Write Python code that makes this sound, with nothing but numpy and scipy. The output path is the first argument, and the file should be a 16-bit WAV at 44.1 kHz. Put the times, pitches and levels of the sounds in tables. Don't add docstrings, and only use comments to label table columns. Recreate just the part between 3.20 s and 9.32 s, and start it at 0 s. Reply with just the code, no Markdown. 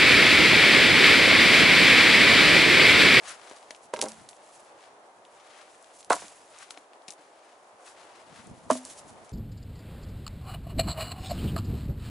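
import sys
import numpy as np
from scipy import signal
from scipy.fft import rfft, irfft
from scipy.io import wavfile

SR = 44100
rng = np.random.default_rng(int(sys.argv[2]) if len(sys.argv) > 2 else 0)


def transcribe(u):
    v = np.clip(np.atleast_2d(u).T, -1, 1)
    q = np.round(v * 32767).astype(np.int16)
    wavfile.write(sys.argv[1], SR, q)


N = 269892

# (frequency [Hz], density [dB])
ROAD_SPECTRUM = [(24, -85), (40, -48), (151, -28), (314, -8), (517, -3.5), (595, -0.5), (737, -0.5),
                 (1050, -5), (1460, -11), (2190, -18), (4460, -26), (10500, -29), (11500, -47),
                 (15000, -71), (22000, -120)]
# (time [s], level [dB])
ROAD_LOUDNESS = [(0.0, -52), (0.8, -54.5), (1.82, -53.5), (2.2, -55.5), (4.5, -55.5), (4.81, -53.5),
                 (5.3, -54.5), (6.12, -53)]
# (frequency [Hz], left-right correlation [clipped to 0..1 in use])
ROAD_CORRELATION = [(60, 2.5), (220, 0.94), (840, 0.83), (3120, -1.5), (11700, -3.8)]
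# (time [s], level [dB], rise [dB/s], fall [dB/s])
WIND_GUSTS = [(0.05, -74, 43, 34), (0.79, -66, 500, 92), (1.04, -61.5, 64, 150), (1.98, -80.5, 4, 19),
              (2.95, -64, 110, 55), (3.2, -68, 110, 108), (5.2, -56.5, 100, 60), (5.3, -47.5, 300, 200),
              (5.475, -49, 315, 200), (6.0, -58.5, 20, 32)]
# (left delay [s], level [dB])
FIELD_ECHOES = [(.007, -17), (.019, -24), (.029, -28)]

# (frequency [Hz], density [dB])
DULL_SPECTRUM = [(250, -40), (600, -7.5), (1200, 5.5), (2500, 1), (5000, -4.5), (11000, -12)]
# (frequency [Hz], density [dB])
BRIGHT_SPECTRUM = [(1200, -16), (3000, -11), (5000, -8.5), (7000, -4.5), (9000, -6.5), (11000, -5)]
# (time [s], dull level [dB], bright level [dB], rise and fall [dB/s])
CLOTH_SWISHES = [(0.093, -41.5, -41.5, 296), (0.289, -54, -58, 74), (0.513, -72, -67, 158),
                 (1.26, -71, -64.5, 153), (1.36, -70, -56.5, 157), (1.48, -63, -72, 305),
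                 (1.636, -59.5, -73, 218), (2.15, -69, -65, 250), (2.21, -62.5, -73, 198),
                 (2.38, -55, -66, 75), (2.532, -87, -61.5, 163), (2.705, -69, -64, 100),
                 (3.345, -64, -63, 230), (3.414, -52, -54.5, 302), (3.52, -60.5, -82, 200),
                 (3.59, -73, -74, 200), (4.03, -64, -72, 205), (4.25, -64, -82, 63), (4.681, -56, -51, 350),
                 (4.81, -58, -73, 112), (4.957, -58, -88, 125), (5.179, -54.5, -61, 138),
                 (5.378, -68, -65.5, 82), (6.11, -68, -64.5, 10)]
# (time [s], level [dB])
SNOW_PUFFS = [(0.639, -52.5), (2.76, -56), (2.799, -51), (5.527, -42), (5.561, -40.5), (5.659, -53),
              (5.709, -42), (5.785, -49.5), (5.889, -53)]
# (time [s], dull level [dB], bright level [dB])
DEBRIS_TRICKLES = [(0.82, -51.5, -48), (2.93, -47, -41), (5.52, -60, -51)]

# (time [s], peak level [dB], thinness [dB], left over right [dB])
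TWIG_SNAPS = [(0.215, -41, -12, 9), (0.2977, -33.5, 1, 4), (0.3639, -37.5, 4, 7), (0.3859, -42, 1, 3),
              (0.4283, -43, -11, 9), (0.5072, -27, -3.5, 5), (0.5482, -37.5, -8, 7), (0.5623, -40, 3, -1),
              (0.7387, -22, 5, -4), (0.7624, -29, -11, 0), (0.769, -29, 1, -1), (0.791, -25, -3, -3),
              (0.8111, -24, 0, 2), (0.8147, -5, 3, -3), (0.824, -13.5, 3.5, 1), (0.8255, -14, 15, -2),
              (0.839, -18.5, 7, -2), (0.8564, -26, 6, 1), (0.885, -21, 14, -1), (0.919, -28, 3.5, -3),
              (1.0895, -24, 10, -2), (1.1102, -34, 12, -4), (1.131, -42.5, -12, 9), (1.1661, -41, 6, -1),
              (2.0512, -41.5, -14, 5), (2.6266, -42, 20, 14), (2.6441, -45.5, -6, 17),
              (2.8287, -38, -2, -1), (2.8467, -36.5, 7, -1), (2.9003, -16, 9, -8), (2.904, -19, 17, 0),
              (2.918, -20, 5, 5), (2.921, -28, -11, -2), (2.9255, -19, 1, -1), (2.9282, -12.5, 8, -6),
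              (2.9318, -11, 3, -1), (2.951, -22, 13, -1), (2.9566, -22, 8, -2), (3.0088, -36, 10, -4),
              (3.082, -29, 9, -3), (3.387, -33, 10, -3), (3.4352, -46, 7, -4), (3.5072, -22.5, 3.5, 9),
              (3.5485, -47, 0, -1), (3.575, -34.5, -12, 8), (3.7336, -43, -23, 8), (3.7405, -55, -6, 11),
              (3.8206, -51, -11, 9), (3.8817, -29, -0.5, 9), (3.8855, -27, -0.5, 6),
              (3.8936, -33.5, -10, 3), (3.9057, -22, 9.5, 10), (3.9231, -31.5, 5, 7), (3.9356, -37, 8, 7),
              (5.2706, -40, 19, 12), (5.5017, -22.5, 17, 6), (5.5098, -14.5, 12, -8), (5.5122, -25, 0, -5),
              (5.5239, -28, 5, -2), (5.5312, -18.5, 17, -2), (5.6515, -22.5, 13, -5), (6.0939, -38, 4, 8)]
# (lower edge [Hz], upper edge [Hz])
TWIG_BANDS = [(1900, 3700), (3700, 7000), (7000, 14000)]
# (time [s], level [dB],
# hardness [dB/octave], deep mode boost [dB], ring time [ratio to the mode's own], left over right [dB])
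KNOCKS_AND_THUDS = [(0.312, -32, -5, -19, .5, 1.5), (0.507, -29.5, -1.5, -19, 0.39, 0),
                    (0.736, -14.5, 2.5, -12, 0.58, -2), (0.738, -16, -4, -3.5, 0.26, 0),
                    (0.761, -42.5, 16, -6, 1, -2), (0.773, -31.5, 1, -8, 1, -3),
                    (0.789, -29, 5, 13, 1.45, 1), (0.824, -21.5, 0.5, 1, 1.07, -2.5),
                    (0.832, -34, -3, -1, 1, 5), (0.84, -19, -8, -9, 0.47, 0),
                    (0.851, -25, -1.5, 3.5, 0.81, 2), (0.861, -27, 4.5, -7, 0.77, -3),
                    (0.87, -28.5, 0, -19, 1.02, -3), (2.903, -11, 3.5, -1, 0.84, -6.5),
                    (2.905, -1.5, 0.5, -21, 0.72, -1), (2.92, -10.5, 12, -8, 0.55, 1),
                    (2.924, -22, 12, -8, 0.89, -6), (2.93, -18, 13.5, 8, 0.68, -1),
                    (2.94, -19, 5, 1, 0.54, -2.5), (2.952, -29, -9, -6, 0.75, -1),
                    (2.964, -26.5, 3, -8, .77, -2), (3.021, -27, -5, -17, .7, -1.5),
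                    (3.04, -37, -8, -7, 0.97, -5), (3.506, -43, 13.5, -4, 0.88, 6),
                    (3.572, -31.5, 0, 5, 0.54, 1), (3.883, -34, -10, -18, .5, 1),
                    (3.99, -43, -10, -4, 0.59, 2), (5.501, -12.5, 1.5, -6, 0.62, 0),
                    (5.503, -8.5, 5.5, -1, .7, -3.5), (5.513, -11.5, 6.5, 15.5, 0.36, -2),
                    (5.522, -23, -1, 3, 0.5, 4), (5.553, -29.5, -2, 7.5, 0.98, 0),
                    (5.657, -49, 13, 1, 1.1, -7), (6.031, -58, -7, -15, 0.54, 2)]
# (frequency [Hz], level [dB], ring time to -60 dB [s])
LOG_MODES = [
    [(221.3, -14.5, 0.4), (330, -9.5, 0.089), (426, 5.5, 0.037), (525, 2.5, 0.064), (606, -7, 0.23),
     (801, -0.5, 0.049), (945, 0.5, 0.064), (1038, -5.5, 0.039), (1344, -7.5, 0.038), (1617, -14, 0.067),
     (2080, -11, 0.026), (2540, -29, 0.031)],
    [(297, -11.5, 0.18), (205, -15, 0.055), (500, -5, 0.031), (576, -0.5, 0.044), (676, -2.5, 0.062),
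     (727, -8.5, 0.1), (905, -7.5, 0.061), (972, -7.5, 0.076), (1078, -1, 0.046), (1356, 4, 0.016),
     (1720, -15.5, 0.029), (2075, -16.5, 0.023)],
    [(256.2, -11, 0.43), (192, -36, 0.027), (280, -5, 0.057), (480, -5, 0.048), (557, -0.5, 0.06),
     (633.4, 5.5, 0.092), (958, 6.5, 0.021), (1059, 1.5, 0.041), (1148, -2, 0.051), (1445, -13, 0.035),
     (1690, -14, 0.031), (2090, -33, .04)],
]
LOG_CHANGES = [1.5, 4.5]
LOG_SETTLES = [0.95, 3.03, 5.645]


def from_db(db):
    return 10 ** (np.asarray(db) / 20)


def rms_one(x):
    return x / np.sqrt(np.mean(x ** 2) + 1e-20)


def per_bin(curve):
    bin_hz = np.maximum(np.fft.rfftfreq(N, 1 / SR), 10)
    hz, values = np.transpose(curve)
    return np.interp(np.log(bin_hz), np.log(hz), values)


def coloured(white, spectrum):
    return rms_one(irfft(rfft(white) * from_db(per_bin(spectrum)), N))


def panned(x, pan_db):
    return np.array([x * from_db(pan_db / 2), x * from_db(-pan_db / 2)])


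def add(out, x, at_s):
    start = round(at_s * SR)
    out[:, start:start + x.shape[1]] += x[:, :N - start]


def drift(rate_hz):
    step, warm_up = 40, 2000
    pole = np.exp(-2 * np.pi * rate_hz * step / SR)
    white = rng.standard_normal(N // step + warm_up + 2)
    slow = signal.lfilter([1], [1, -2 * pole, pole * pole], white)[warm_up:]
    return np.interp(np.arange(N) / step, np.arange(len(slow)), rms_one(slow))


def swells(times, levels_db, rise_db_s, fall_db_s, hold_s=0):
    t = np.arange(0, N + 16, 16) / SR
    power = 0
    for at, top_db, rise, fall in np.broadcast(times, levels_db, rise_db_s, fall_db_s):
        drop_db = np.where(t < at, rise, fall) * np.maximum(abs(t - at) - hold_s, 0)
        power = power + from_db(top_db - drop_db) ** 2
    return np.interp(np.arange(N) / SR, t, np.sqrt(power))


def distant_road():
    alike = np.clip(per_bin(ROAD_CORRELATION), 0, 1)
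    mid, side = rfft(rng.standard_normal((2, N)))
    stereo = np.sqrt(1 + alike) * mid + np.sqrt(1 - alike) * side * [[1], [-1]]
    roar = rms_one(irfft(stereo * from_db(per_bin(ROAD_SPECTRUM)), N))
    level_db = np.interp(np.arange(N) / SR, *np.transpose(ROAD_LOUDNESS))
    return from_db(level_db + 0.72 * drift(8.1)) * roar


def microphone_wind():
    white = rng.standard_normal((3, N))
    shared, per_port = white[0], white[1:]
    band = signal.butter(2, [80, 300], "band", fs=SR, output="sos")
    rumble = rms_one(signal.sosfilt(band, shared + 1.45 * per_port))
    strength = swells(*np.transpose(WIND_GUSTS)) + from_db(-86.5)
    return strength * from_db(4 * drift(24)) * rumble


def field_echoes(blows):
    dull = signal.sosfilt(signal.butter(2, 2200, fs=SR, output="sos"), blows)
    out = np.zeros_like(blows)
    for delay_s, echo_db in FIELD_ECHOES:
        for side, stretch in enumerate([1, 1.143]):
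            lag = round(delay_s * stretch * SR)
            out[side, lag:] += from_db(echo_db) * dull[1 - side, :N - lag]
    return out


def clothes():
    times, dull_db, bright_db, pace = np.transpose(CLOTH_SWISHES)
    dull = swells(times, dull_db, pace, pace, hold_s=0.012) + from_db(-76.5)
    bright = swells(times, bright_db, pace, pace, hold_s=0.012) + from_db(-71)
    return dull, bright


def debris(blows, burst_db, trickle_s, trickle_db):
    times, blow_db = np.transpose(blows)[:2]
    bursts = swells(times, blow_db + burst_db, rise_db_s=4013, fall_db_s=691)
    trickles = swells(trickle_s, trickle_db, rise_db_s=4013, fall_db_s=65)
    return np.hypot(bursts, trickles)


def rustle():
    sizes = from_db(4.75 * np.minimum(rng.exponential(1, (2, N)), 5)) * rng.choice([-1, 1], (2, N))
    grains = rms_one(sizes * (rng.random((2, N)) < 2500 / SR))
    texture = 0.66 * grains + rng.standard_normal((2, N))
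    dull = coloured(texture[0], DULL_SPECTRUM) * from_db(1.8 * drift(40))
    bright = coloured(texture[1], BRIGHT_SPECTRUM) * from_db(1.94 * drift(28))

    cloth_dull, cloth_bright = clothes()
    trickle_s, dull_db, bright_db = np.transpose(DEBRIS_TRICKLES)
    puffs = swells(*np.transpose(SNOW_PUFFS), rise_db_s=900, fall_db_s=700, hold_s=0.0076)
    spray = debris(TWIG_SNAPS, burst_db=-21.5, trickle_s=trickle_s, trickle_db=bright_db)
    grit = dull * debris(KNOCKS_AND_THUDS, burst_db=-27.5, trickle_s=trickle_s, trickle_db=dull_db)
    cloth = dull * cloth_dull
    hiss = bright * (cloth_bright + puffs + spray)
    scatter = from_db(-8.5) * np.roll(cloth + grit + hiss, SR // 90) * [[1], [-1]]
    return panned(cloth, pan_db=7) + panned(grit + hiss, pan_db=-0.5) + scatter


def twig_snaps():
    out, t = np.zeros((2, N)), np.arange(SR // 20) / SR
    shape = (len(TWIG_SNAPS), len(t))
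    splinters = rng.standard_normal(shape) * from_db(1.6 * rng.standard_normal(shape))
    splinters[:, 8] = 5
    fade = np.exp(-t / 0.00028) + 0.25 * np.exp(-t / 0.0047)
    bands = [signal.butter(2, edges, "band", fs=SR, output="sos") for edges in TWIG_BANDS]
    for (at_s, peak_db, thin_db, pan_db), burst in zip(TWIG_SNAPS, splinters):
        parts = np.array([signal.sosfilt(band, burst * fade) for band in bands])
        parts /= np.abs(parts).max(axis=1, keepdims=True)
        band_gains = from_db([-4 - thin_db, 0, -1.5 + thin_db]) * [1, -1, 1]
        snap = band_gains @ parts
        add(out, panned(from_db(peak_db) * snap / np.abs(snap).max(), pan_db), at_s)
    return out


def knocks_and_thuds(contact_s=0.0014, settle_decay_s=0.031):
    out, t = np.zeros((2, N)), np.arange(SR // 2) / SR
    spreads = 2 * rng.standard_normal((len(KNOCKS_AND_THUDS), len(LOG_MODES[0])))
    for (at_s, blow_db, hardness, deep_db, ring_ratio, pan_db), spread in zip(KNOCKS_AND_THUDS, spreads):
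        log = np.searchsorted(LOG_CHANGES, at_s)
        hz, mode_db, t60 = np.transpose(LOG_MODES[log])
        level_db = mode_db + hardness * np.log2(hz / 640) + spread
        level_db[0] += deep_db
        signs = np.where(hz < 800, 1, -1)
        decays = from_db(-60 * t / (t60[:, None] * max(ring_ratio, 0.2)))
        modes = decays * np.sin(2 * np.pi * hz[:, None] * t)
        ring = (signs * from_db(level_db)) @ modes
        envelope = 1 - np.exp(-(t / contact_s) ** 2)
        if at_s < LOG_SETTLES[log]:
            envelope *= np.exp(-np.maximum(at_s + t - LOG_SETTLES[log], 0) / settle_decay_s)
        add(out, panned(from_db(blow_db - 8) * envelope * ring, pan_db), at_s)
    return out


def scene():
    low_cut = signal.butter(2, 170, "high", fs=SR, output="sos")
    blows = signal.sosfilt(low_cut, knocks_and_thuds() + twig_snaps())
    return blows + field_echoes(blows) + rustle() + distant_road() + microphone_wind()


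def record(dry):
    return signal.sosfilt(signal.ellip(10, 0.1, 65, 10900, fs=SR, output="sos"), dry)


dry = scene()
out = record(dry)
transcribe(out)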